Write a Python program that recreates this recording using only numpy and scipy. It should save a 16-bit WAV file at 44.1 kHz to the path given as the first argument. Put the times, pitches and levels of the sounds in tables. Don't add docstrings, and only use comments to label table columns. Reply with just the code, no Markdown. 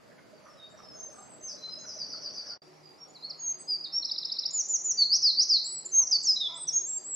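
import sys
import numpy as np
from scipy import signal
from scipy.fft import rfft, irfft
from scipy.io import wavfile
from scipy.ndimage import uniform_filter1d

SR = 44100
rng = np.random.default_rng(int(sys.argv[2]) if len(sys.argv) > 2 else 0)


def field_ratio(decibels):
    return 10 ** (np.asarray(decibels, dtype=float) / 20)


def bounce(signal):
    frames = np.transpose(np.atleast_2d(signal))
    limited = np.clip(frames, -1, 1)
    pcm = np.round(limited * 32767).astype(np.int16)
    wavfile.write(sys.argv[1], SR, pcm)


N = 315315


def evened(x):
    return x / np.sqrt(np.mean(x ** 2) + 1e-20)


def read(points, hz):
    point_hz, value = np.transpose(points)
    return np.interp(np.log(hz + 1), np.log(point_hz + 1), value)


def add(mix, start_s, sound):
    part = mix[round(start_s * SR):][:len(sound)]
    part += sound[:len(part)]


def narrow_noise(size, centre_hz, width_hz):
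    pole = np.exp(-np.pi * width_hz / SR)
    noise = rng.standard_normal(size) + 1j * rng.standard_normal(size)
    slow = signal.lfilter([1 - pole], [1, -pole], noise)
    carrier = np.exp(2j * np.pi * centre_hz * np.arange(size) / SR)
    return evened((slow * carrier).real)


def whistle(pitch_hz, level_db, flutter=0.0):
    pitch_hz = uniform_filter1d(pitch_hz, 150, mode="nearest")
    level_db = uniform_filter1d(level_db, 150, mode="nearest")
    phase = 2 * np.pi * np.cumsum(pitch_hz) / SR
    octave = field_ratio(-50 - 10 * np.maximum(pitch_hz - 4800, 0) / 1000)
    tone = np.sin(phase) + octave * (0.6 + 0.7 * flutter) * np.sin(2 * phase)
    ends = signal.windows.tukey(len(pitch_hz), min(1, 420 / len(pitch_hz)))
    return np.sqrt(2) * field_ratio(level_db) * tone * ends


def song(notes, shimmer_db):
    out = np.zeros(N)
    flutter = evened(uniform_filter1d(rng.standard_normal(N + SR), size=90))
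    for curve in notes:
        point_s, pitch_hz, level_db = np.transpose(sorted(curve))
        t = np.arange(point_s[0] - 0.004, point_s[-1] + 0.0015, 1 / SR)
        note_hz, note_db = np.interp(t, point_s, pitch_hz), np.interp(t, point_s, level_db)
        add(out, t[0], whistle(note_hz, note_db, flutter[(t * SR).astype(int)]))
    shimmer = evened(uniform_filter1d(flutter[::-1], size=350))[:N]
    return out * field_ratio(shimmer_db * shimmer)


# bend (>0 glides early, then settles), attack_share, release_share, start_db, end_db
HELD = (1.28, 0.99, 0.73, -7.5, -5.5)
SETTLING = (2, 0.38, 0.5, -6.5, -8.5)
FLICK = (1.25, .5, 0.4472, -11.5, -15)
SWELL = (2.5, 0.5, 0.02, -14.5, -12)


def glides(rows, kind):
    bend, attack_share, release_share, start_db, end_db = kind
    u = np.linspace(0, 1, num=25)
    way = np.expm1(-bend * u) / np.expm1(-bend)
    attack_db = start_db * np.clip(1 - u / attack_share, 0, 1)
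    release_db = end_db * np.clip(1 - (1 - u) / release_share, 0, 1)
    notes = []
    for start_s, length_s, first_hz, last_hz, level_db in rows:
        pitch_hz = first_hz + (last_hz - first_hz) * way
        notes.append(list(zip(start_s + length_s * u, pitch_hz, level_db + attack_db + release_db)))
    return notes


def series(repeats, *parts):
    notes = []
    for start_s, effort_db, pitch_factor, length_factor in repeats:
        for part in parts:
            notes.append([(start_s + after_s * length_factor, hz * pitch_factor, db + effort_db)
                          for after_s, hz, db in part])
    return notes


def wood(x, quick_t60_s, slow_t60_s, slow_db, rise_s, same, tilt_db=0.0):
    t = np.arange(round(1.2 * SR)) / SR
    decay = field_ratio(-60 * t / quick_t60_s) + field_ratio(slow_db - 60 * t / slow_t60_s)
    common, left, right = rng.standard_normal((3, len(t)))
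    clumps = evened(uniform_filter1d(common[::-1], round(0.006 * SR)))
    decay = decay * field_ratio(2.2 * clumps)
    same = np.clip(same, 0, 1)
    haze = same * common + np.sqrt(1 - same ** 2) * np.array([left, right])
    tail = haze * decay * (1 - np.exp(-t / rise_s))
    octaves = np.log2(np.clip(np.fft.rfftfreq(len(t), 1 / SR), 3000, 9000) / 5000)
    tail = irfft(rfft(tail / np.linalg.norm(tail[0])) * field_ratio(tilt_db * octaves), len(t))
    return signal.fftconvolve(x[None], tail, axes=1)[:, :N]


# freq_hz, left_right_likeness
LIKENESS = [(60, -0.074), (160, -0.061), (420, 0.067), (1110, 0.043), (2930, 0.3), (7740, 0.18),
            (11000, -0.0067)]


def wash(colour, level_db, patchy_db):
    frames, hz = N // 256 + 5, np.fft.rfftfreq(1024, 1 / SR)
    a, b, c, d, patches = rng.standard_normal((frames, 513, 5)).T
    patches = evened(uniform_filter1d(uniform_filter1d(patches, 10, 0), 14, 1))
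    same = np.clip(read(LIKENESS, hz), -1, 1)[:, None]
    left = a + 1j * b
    right = same * left + np.sqrt(1 - same ** 2) * (c + 1j * d)
    spectra = np.array([left, right]) * field_ratio(read(colour, hz)[:, None] + patchy_db * patches)
    return field_ratio(level_db) * evened(signal.istft(spectra, nperseg=1024, noverlap=768)[1][:, :N])


# freq_hz, density_db_per_hz
FAR_WASH = [(15, -73.5), (25, -47.5), (146, -4), (308, -5), (339, -7), (619, -3), (751, -10), (868, -11),
            (1370, -13.5), (5310, -31), (8000, -41.5), (10400, -56), (17600, -120)]
# time_s, level_db
FAR_WASH_SWELL = [(0.0, -68.5), (2.55, -63.5), (2.57, -47.5)]


def far_wash():
    swell_db = np.interp(np.arange(N) / SR, *np.transpose(FAR_WASH_SWELL))
    surge = field_ratio(0.665 * (swell_db - swell_db[0]))
    return wash(FAR_WASH, -56.5, patchy_db=1.5) * field_ratio([[-0.6], [0.6]]) * surge


# freq_hz, density_db_per_hz
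AIR = [(4500, -28), (6500, 0), (8000, -4.5), (8450, -13.5), (9200, -7), (10000, -4.5), (13300, -12.5),
       (15000, -19.5), (16000, -27)]


def air_hiss():
    return wash(AIR, -73.5, patchy_db=1.0)


def chorus():
    return field_ratio(-70.5) * narrow_noise(N, centre_hz=4750, width_hz=750)


# start_s, level_db
FROG_PULSES = [(0.087, -56.5), (0.324, -51), (0.436, -54), (0.534, -54.5), (0.609, -59), (0.733, -50.5),
               (0.942, -53), (1.014, -55), (1.079, -52.5), (1.135, -70.5), (1.228, -68.5), (1.332, -55.5),
               (1.399, -54), (1.532, -49.5), (1.767, -49), (1.87, -53.5), (1.954, -51.5), (2.172, -52.5),
               (2.271, -52.5), (2.425, -63.5)]
# start_s, level_db, throat_hz, length_s
CROAKS = [(0.107, -57, 1712, 0.034), (0.173, -58.5, 1485, 0.036), (0.179, -57.5, 2095, 0.019),
          (0.448, -53.5, 1220, 0.0529), (0.562, -69, 1277, 0.073), (0.705, -65, 1719, 0.075),
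          (0.783, -50.5, 1246, 0.0282), (0.813, -60.5, 772.2, 0.062), (1.125, -56, 1240, 0.09),
          (1.164, -60, 764, 0.0855), (1.675, -58, 1281, 0.024), (1.832, -56, 1476, 0.0302),
          (2.133, -53, 1341, 0.0285), (2.449, -60.5, 1645, 0.049), (2.494, -58, 1432, 0.085)]


def frogs():
    out = np.zeros(N)
    t = np.arange(round(0.0278 * SR)) / SR
    for start_s, level_db in FROG_PULSES:
        pitch_hz = 615 + 18 * rng.uniform(-1.17, 1)
        add(out, start_s, field_ratio(level_db + 1.5) * np.sin(2 * np.pi * pitch_hz * t) * np.hanning(len(t)))
    for start_s, level_db, throat_hz, length_s in CROAKS:
        t = np.arange(round(length_s * SR)) / SR
        throb = 1.0 + 0.38 * np.cos(2 * np.pi * 45 * t)
        throat = narrow_noise(SR // 4, throat_hz, width_hz=60)[:len(t)]
        add(out, start_s, field_ratio(level_db) * throat * throb * signal.windows.tukey(len(t), 0.6))
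    return signal.lfilter(*signal.butter(2, 4000, fs=SR), out)


# start_s, length_s, first_hz, last_hz, level_db
NEIGHBOUR = [(1.527, 0.102, 4023, 4102, -56), (.33, .05, 4770, 4543, -66.5), (.63, .05, 4750, 4540, -66.5),
             (1.791, .07, 4074, 4070, -55.5), (1.951, 0.049, 4083, 4084, -60),
             (2.529, 0.0647, 4670, 4773, -52.5), (2.623, 0.0214, 5240, 5740, -61),
             (2.729, 0.0196, 5256, 5760, -60.5), (6.91, .09, 4790, 4740, -56.5),
             (2.827, 0.051, 4946, 4696, -52), (3.183, 0.046, 4899, 4767, -55.5),
             (3.521, 0.0607, 4911, 4723, -54.5)]


def neighbour():
    out = np.zeros(N)
    for start_s, length_s, first_hz, last_hz, level_db in NEIGHBOUR:
        u = np.linspace(0, 1, round(length_s * SR))
        add(out, start_s, whistle(first_hz + (last_hz - first_hz) * u, level_db - 30 * (u - 0.5) ** 2))
    return out


# start_s, length_s, first_hz, last_hz, level_db
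FAR_HELD = [(.575, 0.03, 3900, 3800, -58), (.595, 0.06, 3700, 3730, -49), (.768, 0.0296, 5853, 5694, -54.5),
            (.478, 0.075, 5487, 5280, -57), (.83, 0.057, 5255, 5271, -39.5),
            (1.62, 0.068, 4066, 4080, -36.5), (1.695, 0.0494, 4980, 5103, -35)]
FAR_SETTLING = [(.432, 0.035, 6113, 5796, -60.5), (.69, 0.04, 6905, 7775, -64),
                (.772, 0.02, 5750, 5100, -58), (1.118, 0.05, 8200, 8050, -59),
                (1.155, 0.09, 7800, 7580, -54), (1.868, 0.0444, 6193, 4750, -38)]
FAR_FLICKS = [
    (1.29, 0.051, 8250, 7572, -47.5),
    (1.782, 0.026, 6140, 6740, -39.5),
    (1.846, 0.031, 5600, 6087, -43),
    (1.928, 0.023, 5300, 6274, -40),
]
FAR_SWELLS = [
    (.935, 0.12, 6530, 6270, -43),
]
# time_s, pitch_hz, level_db
FAR_FLOURISH = [(1.411, 6270, -40), (1.458, 6290, -41.5), (1.471, 6102, -37), (1.501, 4755, -40),
                (1.53, 4443, -61)]
# after_start_s, pitch_hz, level_db
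TRILL_FALL = [(0, 6144, -42.5), (0.015, 5230, -40), (.04, 4620, -34), (.062, 4410, -46)]
TRILL_RISE = [(.082, 5114, -53.5), (0.091, 5697, -38.5), (.102, 6100, -67.5)]
# start_s, effort_db, pitch_factor, length_factor
TRILL = [(1.966, -0.86, 1.0026, 1.046), (2.088, -1.42, 0.993, 0.955), (2.212, -2, 0.9977, 1.007),
         (2.333, -2, 1.001, .99), (2.457, -1.99, 0.993, 1.054)]


def far_song():
    loose = glides(FAR_HELD, HELD) + glides(FAR_SETTLING, SETTLING)
    loose += glides(FAR_FLICKS, FLICK) + glides(FAR_SWELLS, SWELL) + [FAR_FLOURISH]
    return song(loose + series(TRILL, TRILL_FALL, TRILL_RISE), shimmer_db=1.8)


# freq_hz, density_db_per_hz
NEAR_WASH = [(15, -55.5), (25, -20), (100, -19.5), (146, -2), (716, -1), (1370, -8), (1470, -14.5),
             (2120, -11), (3120, -20), (4820, -18.5), (6760, -26.5), (8000, -48), (10400, -81),
             (17600, -120)]


def near_wash():
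    return wash(NEAR_WASH, -58, patchy_db=1.5) * field_ratio([[-0.6], [0.6]])


# pitch_hz, width_hz, wavering_db, steady_db
HUM = [(153.26, 4.5, -71.5, -74), (301.7, 9.4, -74.5, -78)]


def hum():
    out = np.zeros(N)
    for pitch_hz, width_hz, waver_db, steady_db in HUM:
        drift = evened(uniform_filter1d(rng.standard_normal(N), 9000))
        line = np.sqrt(2) * np.sin(2 * np.pi * np.cumsum(pitch_hz * (1 + 0.014 * drift)) / SR)
        out += field_ratio(waver_db) * narrow_noise(N, pitch_hz, width_hz) + field_ratio(steady_db) * line
    return out


# start_s, length_s, level_db
DOVE = [(2.642, 0.1315, -57.5), (2.789, 0.189, -63), (3.525, 0.115, -60), (3.663, 0.17, -60.5),
        (4.659, 0.093, -60.5), (4.796, 0.141, -60), (4.978, 0.109, -61), (5.682, 0.072, -60),
        (5.826, 0.14, -61), (6.6, 0.089, -61), (6.744, 0.13, -59), (6.959, 0.076, -61.5)]


def dove():
    out = np.zeros(N)
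    for start_s, length_s, level_db in DOVE:
        t = np.arange(round(length_s * SR)) / SR
        hoot = np.sin(2 * np.pi * 368.4 * t) * signal.windows.tukey(len(t), 0.6)
        add(out, start_s, field_ratio(level_db + 1.5) * hoot)
    return out


# time_s, pitch_hz, level_db
SCOOPS = [
    [(2.98, 5027, -68), (2.99, 5580, -65.5), (2.997, 5700, -70)],
    [(3.003, 5445, -60), (3.012, 5572, -56.5), (3.035, 5546, -51.5), (3.047, 5656, -54.5)],
    [(3.084, 7040, -67), (3.095, 6720, -64), (3.107, 6930, -60), (3.118, 7290, -68.5)],
    [(5.848, 7480, -55.5), (5.854, 7187, -43.5), (5.861, 7096, -36), (5.868, 7277, -38.5),
     (5.875, 7530, -46)],
    [(6.071, 4800, -46.5), (6.074, 5450, -37), (6.078, 5800, -31.5), (6.082, 6000, -42)],
]
# time_s, pitch_hz, level_db
PHRASES = [
    [(3.378, 6600, -66), (3.387, 6925, -66.5), (3.40, 6638, -46), (3.47, 6473, -34.5), (3.525, 6386, -37),
     (3.532, 6190, -55.5)],
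    [(3.672, 4792, -59), (3.684, 4990, -41.5), (3.698, 5002, -33.5), (3.724, 4782, -32), (3.76, 4700, -35),
     (3.769, 4570, -42.5)],
    [(3.836, 4853, -52), (3.841, 5237, -44), (3.848, 4500, -36), (3.857, 3902, -42.5), (3.866, 3704, -48),
     (3.876, 3653, -51.5)],
    [(3.921, 5420, -56.5), (3.932, 5287, -39.5), (3.96, 5487, -31), (3.99, 5578, -32)],
    [(6.357, 3787, -55), (6.366, 4057, -30), (6.374, 3904, -31), (6.383, 3693, -48)],
    [(6.544, 7043, -60), (6.57, 7930, -44.5), (6.588, 8450, -52.5), (6.616, 8230, -42),
     (6.646, 7992, -38.5)],
    [(6.672, 5550, -51.5), (6.678, 6072, -39), (6.685, 6169, -31), (6.692, 5660, -30.5), (6.701, 5175, -33)],
    [(6.727, 6410, -46), (6.738, 6564, -34), (6.762, 6473, -26), (6.784, 6496, -27.5), (6.797, 6760, -37)],
    [(6.853, 6980, -52), (6.87, 7300, -41.5), (6.895, 7684, -38), (6.94, 7464, -38), (6.988, 7416, -37.5)],
    [(7.04, 7245, -49.5), (7.055, 7583, -43.5), (7.075, 7819, -44), (7.1, 7751, -42), (7.17, 7500, -33.5)],
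]
# time_s, pitch_hz, level_db
FLOURISHES = [
    [(3.584, 8570, -70), (3.61, 7810, -46.5), (3.631, 8390, -58.5)],
    [(4.974, 4732, -43.5), (4.985, 4634, -29.5), (5.01, 4533, -26), (5.028, 4368, -23),
     (5.038, 4165, -28.5), (5.046, 3920, -45)],
    [(5.645, 7248, -44.5), (5.678, 7837, -40), (5.74, 7886, -43.5), (5.79, 7731, -41), (5.805, 7700, -50)],
    [(5.919, 6320, -45.5), (5.926, 6136, -38.5), (5.943, 6386, -28.5), (5.993, 6433, -24.5),
     (6.012, 6321, -28.5), (6.027, 6064, -29), (6.041, 5660, -31.5)],
    [(6.112, 6162, -34.5), (6.119, 5506, -27), (6.127, 4970, -24), (6.145, 4647, -26.5), (6.164, 4475, -27),
     (6.172, 4352, -43.5)],
    [(6.223, 8620, -69), (6.233, 7647, -43.5), (6.255, 6378, -34.5), (6.275, 5488, -29),
     (6.29, 5183, -25.5), (6.312, 5045, -23.5), (6.327, 4910, -34.5)],
    [(6.405, 3724, -39), (6.419, 3775, -31.5), (6.43, 3583, -37.5), (6.479, 3402, -35)],
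]
# start_s, length_s, first_hz, last_hz, level_db
NEAR_SETTLING = [
    (3.148, .032, 4890, 3893, -52),
]
NEAR_FLICKS = [
    (3.226, 0.046, 4007, 4492, -39.5),
    (3.298, .023, 5670, 3978, -37),
    (3.772, 0.016, 4630, 5080, -58.5),
    (3.801, 0.02, 4690, 4870, -38),
]
# after_start_s, pitch_hz, level_db
RATTLE_FALL = [(.002, 4312, -51.5), (.006, 4200, -42), (.011, 3970, -37.5), (0.0137, 3750, -41),
               (0.016, 3412, -54)]
RATTLE_RISE = [(0.0222, 4290, -44), (.026, 4715, -33), (0.03, 5077, -30), (.034, 5380, -32.5),
               (0.0385, 5622, -44.5)]
CASCADE_FLICK = [(0, 6300, -56.5), (.009, 6643, -39.5), (0.017, 7300, -54)]
CASCADE_DROP = [(0.022, 7505, -58.5), (.027, 7100, -39.5), (.045, 6980, -33), (0.072, 6780, -33.5),
                (0.079, 6615, -29), (.09, 6200, -28), (.102, 5686, -29), (0.107, 5170, -46)]
SWOOP_RISE = [(0, 4610, -34.5), (0.016, 4652, -26), (.028, 5038, -23.5), (.053, 5870, -27),
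              (.067, 6556, -36)]
SWOOP_FALL = [(0.114, 6402, -42.5), (0.121, 5881, -34), (.129, 5398, -27), (.142, 5083, -24.5),
              (0.172, 4501, -25.5), (.195, 4200, -25), (.204, 4011, -31), (0.209, 3834, -50)]
# start_s, effort_db, pitch_factor, length_factor
RATTLE_LOW = [(4.021, 2.5, 1.04, 1.01), (4.085, 1.5, 0.99, 1.2), (4.153, -1, 1.004, .95),
              (4.221, -0.18, 0.995, 1.03), (4.289, 0.18, .99, 1.03), (4.359, 0.6, 1.018, .95),
              (4.428, 0.7, 0.986, .97)]
RATTLE = [(4.025, .6, 1.03, .95), (4.089, 0.5, 0.989, 1.01), (4.157, -0.54, 1.0016, .99),
          (4.224, -1.5, 1.001, 1.01), (4.293, 0.45, .995, 1.03), (4.363, 1, 1.012, 0.998),
          (4.431, 2.5, 1.008, 1.005)]
CASCADE_LEAD = [(4.503, 0, 1.023, 1.01), (4.652, 5, 1.005, .95), (4.808, 5, 1.005, .95)]
CASCADE = [(4.508, 0.19, 1.003, 1.034), (4.66, -0.195, 1.0087, 1.031), (4.817, 0.026, 0.9997, 1.029)]
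SWOOP = [(5.105, -0.087, 0.9897, 1.001), (5.373, 0.086, 0.9887, .99)]


def near_song():
    loose = glides(NEAR_SETTLING, SETTLING) + glides(NEAR_FLICKS, FLICK)
    loose += SCOOPS + PHRASES + FLOURISHES
    rattle = series(RATTLE_LOW, RATTLE_FALL) + series(RATTLE, RATTLE_RISE)
    cascade = series(CASCADE_LEAD, CASCADE_FLICK) + series(CASCADE, CASCADE_DROP)
    swoops = series(SWOOP, SWOOP_RISE, SWOOP_FALL)
    return song(loose + rattle + cascade + swoops, shimmer_db=0.94)


# start_s, length_s, first_hz, last_hz, level_db
CROW = [
    (5.946, 0.085, 349.6, 331.2, -59),
    (5.99, .06, 400.2, 321.8, -55.5),
    (6.481, 0.072, 321.4, 343.7, -52.5),
    (6.534, 0.065, 340, 312, -51.5),
]
# freq_hz, gain_db
CROW_THROAT = [(300, -23), (660, -9), (1000, -1.5), (1350, -9), (1700, -46.5), (2100, -10), (2600, -34.5)]


def crow():
    out = np.zeros(N)
    for start_s, length_s, first_hz, last_hz, level_db in CROW:
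        pitch_hz = np.linspace(first_hz, last_hz, round(length_s * SR))
        hoarse = uniform_filter1d(rng.standard_normal(SR // 4), 150)[:len(pitch_hz)]
        pitch_hz = pitch_hz * (1 + 0.42 * hoarse)
        phase = 2 * np.pi * np.cumsum(pitch_hz) / SR
        stack = sum(field_ratio(read(CROW_THROAT, k * pitch_hz)) * np.cos(k * phase) for k in range(1, 9))
        add(out, start_s, field_ratio(level_db) * evened(stack) * signal.windows.tukey(len(pitch_hz), 0.5))
    return out


def change_view(first, second):
    t = np.arange(N) / SR
    fade_s, silence_s, return_s = 2.549, 2.577, 2.6185
    fade = np.interp(t, (fade_s - 0.012, fade_s, silence_s), (1, 0.65, 0.12)) * (t < silence_s)
    whisper = field_ratio(-30 - 700 * abs(t - silence_s)) * (t >= silence_s)
    return first * (fade + whisper) + second * np.clip((t - return_s) / 0.00111, 0, 1)


def scene():
    far, near, croak, low = far_song(), near_song(), frogs(), dove() + crow()
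    birds, air = neighbour() + chorus(), air_hiss()
    distant = field_ratio(-8.0) * birds + wood(birds, 0.33, 0.9, -28.5, 0.01, 0.763)

    far_haze = field_ratio(0.75) * wood(far, 0.243, 0.82, -7.0, 0.00059, 0.8735)
    first = far_wash() + air + distant
    first += (field_ratio(-13) * far + far_haze) * field_ratio([[0.5], [-0.6]])
    first += croak * field_ratio([[-2.5], [1.5]]) + field_ratio(-4.0) * wood(croak, 0.984, 0.54, -33, 0.0058, 0.9)

    near_haze = field_ratio(-3) * wood(near, 0.4734, 1.062, -13.0, 0.00056, 0.87, tilt_db=-4.0)
    second = near_wash() + air + hum() + distant
    second += (field_ratio(3.5) * near + near_haze) * field_ratio([[-0.3], [0.3]])
    for side, echo_db in zip(second, (-15.5, -14.5)):
        add(side, 0.029, field_ratio(echo_db) * near)
    second += field_ratio(-1.0) * low + field_ratio(-6) * wood(low, 0.25, 0.8, -22.0, 0.019, 0.71)
    return change_view(first, second)


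def masked(x):
    margin_db, up_db, down_db, whim_db = 26.5, 7, 17, 6.0
    z = signal.stft(x, nperseg=2048, noverlap=1536)[2]
    bands = z[:, :1024].reshape(2, 64, 16, -1)
    level_db = 10 * np.log10((abs(bands) ** 2).sum(axis=(0, 2)) + 1e-16)
    khz = np.arange(64) * 16 * SR / 2048e3
    apart = (khz[:, None] - khz) * (5.6 / (khz + 0.4)) ** 1.3
    spread_db = margin_db + np.where(apart > 0, up_db * apart, -down_db * apart)
    masker_db = -45 + 0.72 * (level_db + 45)
    hidden_db = 10 * np.log10(field_ratio(-2 * spread_db) @ field_ratio(2 * masker_db))
    faint_db = np.median(level_db, axis=1) - np.where(khz > 7.2, 5, 40)
    hidden_db = np.maximum(hidden_db, faint_db[:, None])
    whim = evened(uniform_filter1d(rng.standard_normal(level_db.shape), size=4))
    keep = np.clip((level_db - hidden_db + whim_db * whim) / 2, 0.01, 1)
    z[:, :1024] *= np.repeat(keep, 16, axis=0)
    return signal.istft(z, nperseg=2048, noverlap=1536)[1][:, :N]


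def low_pass(x):
    return signal.sosfilt(signal.butter(12, 15700, fs=SR, output="sos"), x)


def record(dry):
    mix = masked(dry)
    return low_pass(mix)


dry = scene()
out = record(dry)
bounce(out)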